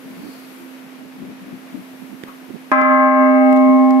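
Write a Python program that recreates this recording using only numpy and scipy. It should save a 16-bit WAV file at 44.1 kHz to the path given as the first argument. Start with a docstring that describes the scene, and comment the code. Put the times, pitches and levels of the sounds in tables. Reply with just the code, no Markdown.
"""Bronze bell above the sea

A large bell hums faintly from an earlier touch; its clapper then strikes once and rebounds lightly.
The modes are close pairs that beat, differently at two microphones moving beside the rim.
Sea and wind rush behind, gusts buffet the microphone ports, the hand-held camera ticks,
and its gain control ducks under the stroke."""
import sys
import numpy as np
from scipy import signal
from scipy.fft import rfft, irfft, next_fast_len
from scipy.io import wavfile
from scipy.ndimage import uniform_filter1d, minimum_filter1d, map_coordinates

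SR = 44100
rng = np.random.default_rng(int(sys.argv[2]) if len(sys.argv) > 2 else 0)


def generate_wav(sig):
    """Save sig (samples, or channels by samples) to the path in sys.argv[1] as 16-bit PCM at SR."""
    pcm = np.round(np.clip(np.atleast_2d(sig).T, -1, 1) * 32767).astype(np.int16)
    wavfile.write(sys.argv[1], SR, pcm)


N = 176400
STRIKE_S, ATTACK_S = 2.7155, .0012

# bell mode pairs: f/Hz, level/dB, t60/s, pan/dB, left phase lead/rad, twin offset/Hz,
# twin amplitude ratio left, same right, beat minimum after strike/s
BELL_MODES = [(260.6, -3.8, 13.7, -3.8, 1.24, 0.58, 0.37, 0.14, 0.1),
              (444.5, -25.5, 4.3, -3.3, 0.81, 0.52, 0.9, 0.5, 0.19),
              (613.1, -7.3, 3.5, 2.0, -0.69, 0.63, 1.8, 2.5, 0.06),
              (799.4, -11.8, 7.0, -2.3, 0.08, -2.41, 0.7, 0.06, 0.16),
              (1063.2, -6.3, 3.3, 12.3, -0.13, -1.37, 0.36, 2.4, 0.0),
              (1251.4, -13.9, 3.8, -2.4, -1.41, -0.41, 0.0, 0.77, 1.18),
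              (1291.9, -3.5, 1.0, 7.1, 3.22, -1.0, 0.21, 0.65, 0.97),
              (1324.3, -11.5, 1.3, 1.0, -0.43, 0.93, 0.27, 0.49, 0.92),
              (1388.1, -19.2, 1.7, 8.7, -1.29, -0.97, 0.0, 0.76, 0.87),
              (1595.8, -9.7, 1.7, 17.6, -1.73, 1.06, 0.43, 0.09, 0.1),
              (1688, -16.4, 1.4, 7.9, -2.49, -1.97, 0.14, 0.55, 0.03),
              (1704.6, -23.0, 2.9, 10.4, -1.86, -0.69, 1.42, 0.0, 0.96),
              (1945, -23.1, 2.4, 6.5, -0.58, 0.32, 0.0, 1.67, 0.44),
              (2016.8, -15, 2.3, 2, 2.5, 7.2, 0.5, 0.25, 0.065),
              (2050.9, -14.4, 1.7, 8.9, 1.41, 7.2, 0.46, 0.15, 0.05),
              (2074, -30.7, 2.6, 3.2, -2.01, 0.93, 0.0, 0.6, 0.99),
              (2191.7, -15.7, 2.7, 8.1, -1.54, 0.4, 1.15, 0.0, 2.45),
              (2287, -36.2, 1.9, 6.6, -0.82, 2.28, 0.48, 0.37, 0.19),
              (2314, -33.3, 1.9, 13.3, -1.43, -0.36, 0.72, 0.0, 0.65),
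              (2340.5, -24.4, 2.1, 3.2, -2.77, 3.55, 0.81, 0.06, 0.23),
              (2654, -34.2, 3.3, 6.5, -2.29, 1.13, 0.42, 0.19, 0.19),
              (2823, -47.1, 6.5, 4.7, -2.04, -0.68, 0.0, 0.84, 0.94),
              (3128, -49.3, 2.4, 7.4, 2.97, 1.19, 0.53, 0.47, 0.5)]
# noise balance: f/Hz, pan/dB
NOISE_PAN = [(100, -1), (600, 0), (1500, 4.5), (6000, -3)]
# noise likeness: f/Hz, left-right correlation
NOISE_CORRELATION = [(100, 0.8), (500, 0.48), (1500, 0), (4000, 0.067)]


def amp(db):
    """dB to gain."""
    return 10 ** (np.asarray(db) / 20)


def clock():
    """Sample times in s."""
    return np.arange(N) / SR


def sides(pan_db):
    """Stereo gains; pan is left minus right."""
    return amp(np.array([[.5], [-.5]]) * pan_db)


def along(points, hz):
    """Interpolate (f/Hz, value) points over log frequency."""
    f, values = np.transpose(points)
    return np.interp(np.log(hz + 1), np.log(f + 1), values)


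def wobble(knots_per_s):
    """Smooth random curve, rms near 1."""
    coarse_s = clock()[::64]
    knots = rng.standard_normal(512)
    return np.interp(clock(), coarse_s, map_coordinates(knots, [coarse_s * knots_per_s], mode="wrap"))


def fade(start_s, t60_s):
    """Step onset, exponential decay."""
    t = clock() - start_s
    return (t >= 0) * np.exp(-np.log(1000) * np.abs(t) / t60_s)


def noise(spectrum, correlation=None, pan=None):
    """Stereo noise, rms 1; the spectrum sets only its shape."""
    hz = np.fft.rfftfreq(N, 1 / SR)
    width_rad = np.arccos(np.clip(along(correlation, hz) if correlation else 0, -1, 1)) / 2
    mid, side = rfft(rng.standard_normal((2, N))) * amp(along(spectrum, hz))
    mid, side = mid * np.cos(width_rad), side * np.sin(width_rad)
    x = irfft(np.array([mid + side, mid - side]) * sides(along(pan, hz) if pan else 0), N)
    return x / x.std()


def hum(start_db=-38.5, fall_db_per_s=.53):
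    """The bell's lowest mode, still ringing from an earlier touch."""
    t = clock()
    level_db = start_db - fall_db_per_s * t + .8 * wobble(4)
    return amp(level_db) * sides(pan_db=-8.5) * np.sin(2 * np.pi * BELL_MODES[0][0] * t)


def sea(mean_db=-44):
    """Broad, gently swelling rush of sea and wind, thin hiss on top."""
    # rush and hiss spectra: f/Hz, level/dB
    rush_spectrum = [(30, -48), (80, -30.5), (120, -19.5), (170, -8.5), (300, -0.5), (500, -3), (1000, -7),
                     (2400, -9), (3400, -15), (4600, -19.5), (6500, -24.5), (15000, -40.5)]
    hiss_spectrum = [(2000, -25), (4500, -7.5), (7500, -8), (10000, -4), (12000, 2.5), (13500, -5.5),
                     (15500, -12)]
    # hiss envelope: t/s, level/dB
    hiss_envelope = [(0, -56), (.3, -55), (.58, -53.5), (.8, -58), (1.4, -60), (1.8, -56.5), (2.35, -57.5),
                     (2.7, -59), (4, -61)]
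    rush_db = mean_db + .35 * wobble(2.3) + .49 * wobble(14)
    rush = amp(rush_db) * noise(rush_spectrum, NOISE_CORRELATION, NOISE_PAN)
    hiss_db = np.interp(clock(), *np.transpose(hiss_envelope))
    return rush + amp(hiss_db) * sides(pan_db=11) * noise(hiss_spectrum)


def wind(breeze_db=-48, lump_db=4):
    """Lumpy gusts buffet one port or the other over a light breeze."""
    # gusts: t/s, half width/s, level/dB, pan/dB
    gusts = [(.11, 0.06, -43, 19.5), (.25, 0.049, -35.5, -2.5), (1.03, 0.036, -46, -13),
             (1.26, 0.046, -36, 18), (1.49, 0.092, -42.5, 11.5), (1.774, 0.026, -33.5, 17),
             (2.05, .04, -45, -13.5), (2.13, 0.015, -35.5, -24), (2.51, .014, -35.5, -19.5),
             (2.556, 0.011, -34.5, -21.5), (3.54, 0.033, -41.5, -17), (3.69, .06, -38.5, -17),
             (3.92, 0.07, -42.5, -10)]
    # buffeting spectrum: f/Hz, level/dB
    spectrum = [(25, -32), (70, -28), (120, -16), (190, 3.5), (280, 3), (400, -10.5), (700, -22.5),
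                (1500, -38.5), (5000, -57.5)]
    power = amp(breeze_db) ** 2
    for at_s, width_s, db, pan_db in gusts:
        power = power + (amp(db) * sides(pan_db)) ** 2 * np.exp(-((clock() - at_s) / width_s) ** 2)
    lumps = amp(lump_db * np.array([wobble(40), wobble(40)]))
    return np.sqrt(power / np.mean(lumps ** 2)) * lumps * noise(spectrum)


def hiss_swell(at_s=.33, half_width_s=.16, peak_db=-51.5):
    """Brief swell of narrow-band hiss."""
    # swell spectrum: f/Hz, level/dB
    spectrum = [(2500, -26.5), (3800, -12), (4500, 1), (5400, -14.5), (9000, -18.5)]
    return amp(peak_db) * np.exp(-((clock() - at_s) / half_width_s) ** 2) * noise(spectrum)


def hoot(at_s=.64, half_width_s=.079, peak_db=-46, hz=338, fall_hz_per_s=150):
    """Faint low tone sliding down under the wind."""
    t = clock() - at_s
    envelope = amp(peak_db) * np.exp(-(t / half_width_s) ** 2)
    return envelope * np.sin(2 * np.pi * (hz - .5 * fall_hz_per_s * t) * t)


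def ticks(thud_hz=282):
    """Dry ticks of camera and clapper, each with a short, low, damped thud."""
    # ticks: t/s, tick level/dB, thud level/dB, pan/dB
    events = [(2.2365, -29.5, -19, -12), (2.7168, -20, -15.5, 5), (2.8153, -22, -9, -2.5),
              (2.943, -30.5, -18, -1.5), (3.383, -34.5, -38, 0), (3.528, -24.5, -20, -4),
              (3.564, -28, -35, -2), (3.573, -32, -33.5, -2.5), (3.907, -24.5, -27, -9.5)]
    # tick spectrum: f/Hz, level/dB
    spectrum = [(60, -14.5), (250, 0.5), (700, 7), (2000, 7), (4500, -5), (8000, -11), (15000, -17.5)]
    envelope, thuds = np.zeros((2, 2, N))
    for at_s, tick_db, thud_db, pan_db in events:
        envelope += amp(tick_db) * sides(pan_db) * fade(at_s, t60_s=.01)
        tone = np.sin(2 * np.pi * thud_hz * (clock() - at_s))
        thuds += amp(thud_db) * sides(pan_db) * fade(at_s, t60_s=.018) * tone
    highpass = signal.butter(2, 170, "high", fs=SR, output="sos")
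    return envelope * noise(spectrum) + signal.sosfilt(highpass, thuds)


def scuff(at_s=2.27, level_db=-35, rise_s=.015):
    """One soft handling scuff."""
    # scuff spectrum: f/Hz, level/dB
    spectrum = [(300, -16), (800, -11.5), (1200, 5.5), (1800, -14), (2400, -8.5), (3500, -23), (9000, -35),
                (12000, -19), (15000, -29)]
    envelope = fade(at_s, t60_s=.26) * np.clip((clock() - at_s) / rise_s, 0, 1)
    return amp(level_db) * envelope * noise(spectrum, NOISE_CORRELATION, NOISE_PAN)


def bell(waver_db=-.5, flutter_db=-29):
    """Each mode beats with its twin, wavers as the microphones move and flutters in moving air."""
    # bell brightness tilt: f/Hz, gain/dB
    bell_tilt = [(260, -1), (610, -1), (1060, -1), (1600, -1), (2200, -0.5), (3000, 3)]
    first = round(STRIKE_S * SR)
    t, out = clock()[:N - first], np.zeros((2, N))
    for hz, db, t60_s, pan_db, lead_rad, offset_hz, twin_left, twin_right, dip_s in BELL_MODES:
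        beat = 1 - np.array([[twin_left], [twin_right]]) * np.exp(2j * np.pi * offset_hz * (t - dip_s))
        phase = 2 * np.pi * (hz * t + rng.random()) + np.array([[.5], [-.5]]) * lead_rad
        waver = np.array([wobble(5.7), wobble(5.7)])[:, first:]
        flutter = 1 + amp(flutter_db) * (wobble(55) + 1j * wobble(55))[first:]
        level_db = db + along(bell_tilt, hz) + waver_db * waver
        ring = (beat * flutter * np.exp(1j * phase)).real
        out[:, first:] += amp(level_db) * sides(pan_db) * fade(0, t60_s)[:len(t)] * ring
    out[:, first:] *= 1 - np.exp(-t / ATTACK_S)
    return out


def shimmer(count=22, low_hz=2608, high_hz=8970, low_db=-41, db_per_octave=-9, low_t60_s=1.5):
    """Weak high bell modes: the higher, the softer and shorter."""
    first = round(STRIKE_S * SR)
    t, out = clock()[:N - first], np.zeros((2, N))
    for k, (jitter, *phase_turns) in enumerate(rng.random((count, 3))):
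        ratio = (high_hz / low_hz) ** ((k + jitter) / count)
        ring = np.sin(2 * np.pi * (low_hz * ratio * t + np.array(phase_turns)[:, None]))
        decay = np.exp(-np.log(1000) * t * ratio / low_t60_s)
        out[:, first:] += amp(low_db + db_per_octave * np.log2(ratio)) * decay * ring
    return out


def clapper(burst_db=-9, wash_db=-28):
    """Each contact clangs: a few short modes, a noise burst, a faint wash."""
    # blow and rebound: t/s, level/dB
    contacts = [(2.7158, 1), (2.816, -12)]
    # contact modes: f/Hz, level/dB, t60/s
    modes = [(935, -17, 0.099), (1049, -2, .4), (1210, -5.5, .08), (1253, -7.5, .3), (2510, -25.5, .3)]
    # contact noise spectrum: f/Hz, level/dB
    spectrum = [(40, -21.5), (130, -18), (260, -5), (500, 1), (900, -0.5), (1180, -0.5), (1450, -7),
                (2400, -7), (3300, -23.5), (7000, -36), (14000, -48.5)]
    out = np.zeros((2, N))
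    for at_s, contact_db in contacts:
        t = clock() - at_s
        ring = sum(amp(db) * fade(at_s, t60_s) * np.sin(2 * np.pi * hz * t) for hz, db, t60_s in modes)
        onset = 1 - np.exp(-np.maximum(t, 0) / ATTACK_S)
        envelope = amp(burst_db) * fade(at_s, t60_s=.09) + amp(wash_db) * fade(at_s, t60_s=.7)
        out += amp(contact_db) * (onset * ring + envelope * noise(spectrum, NOISE_CORRELATION))
    return out


def scene():
    """Bell and handling noise over sea and wind."""
    bronze = bell() + shimmer() + hum() + clapper()
    return bronze + ticks() + scuff() + sea() + hiss_swell() + wind() + hoot()


def record(dry, ceiling_db=-2.06, hold_s=.024, attack_s=.0036, cutoff_hz=15700):
    """Gain control holds peaks under a ceiling; a brick-wall low-pass follows."""
    needed_gain = np.minimum(1, amp(ceiling_db) / (np.abs(dry).max(axis=0) + 1e-9))
    hold, attack = int(hold_s * SR) | 1, int(attack_s * SR) | 1  # odd window lengths
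    held = minimum_filter1d(needed_gain, hold, origin=hold // 2)
    released = np.minimum(held, uniform_filter1d(held, hold, origin=hold // 2))
    gain = uniform_filter1d(minimum_filter1d(released, attack), attack)
    n_fft = next_fast_len(N + SR // 2)
    passband = np.fft.rfftfreq(n_fft, 1 / SR) < cutoff_hz
    return irfft(rfft(dry * gain, n_fft) * passband, n_fft)[:, :N]


dry = scene()
out = record(dry)
generate_wav(out)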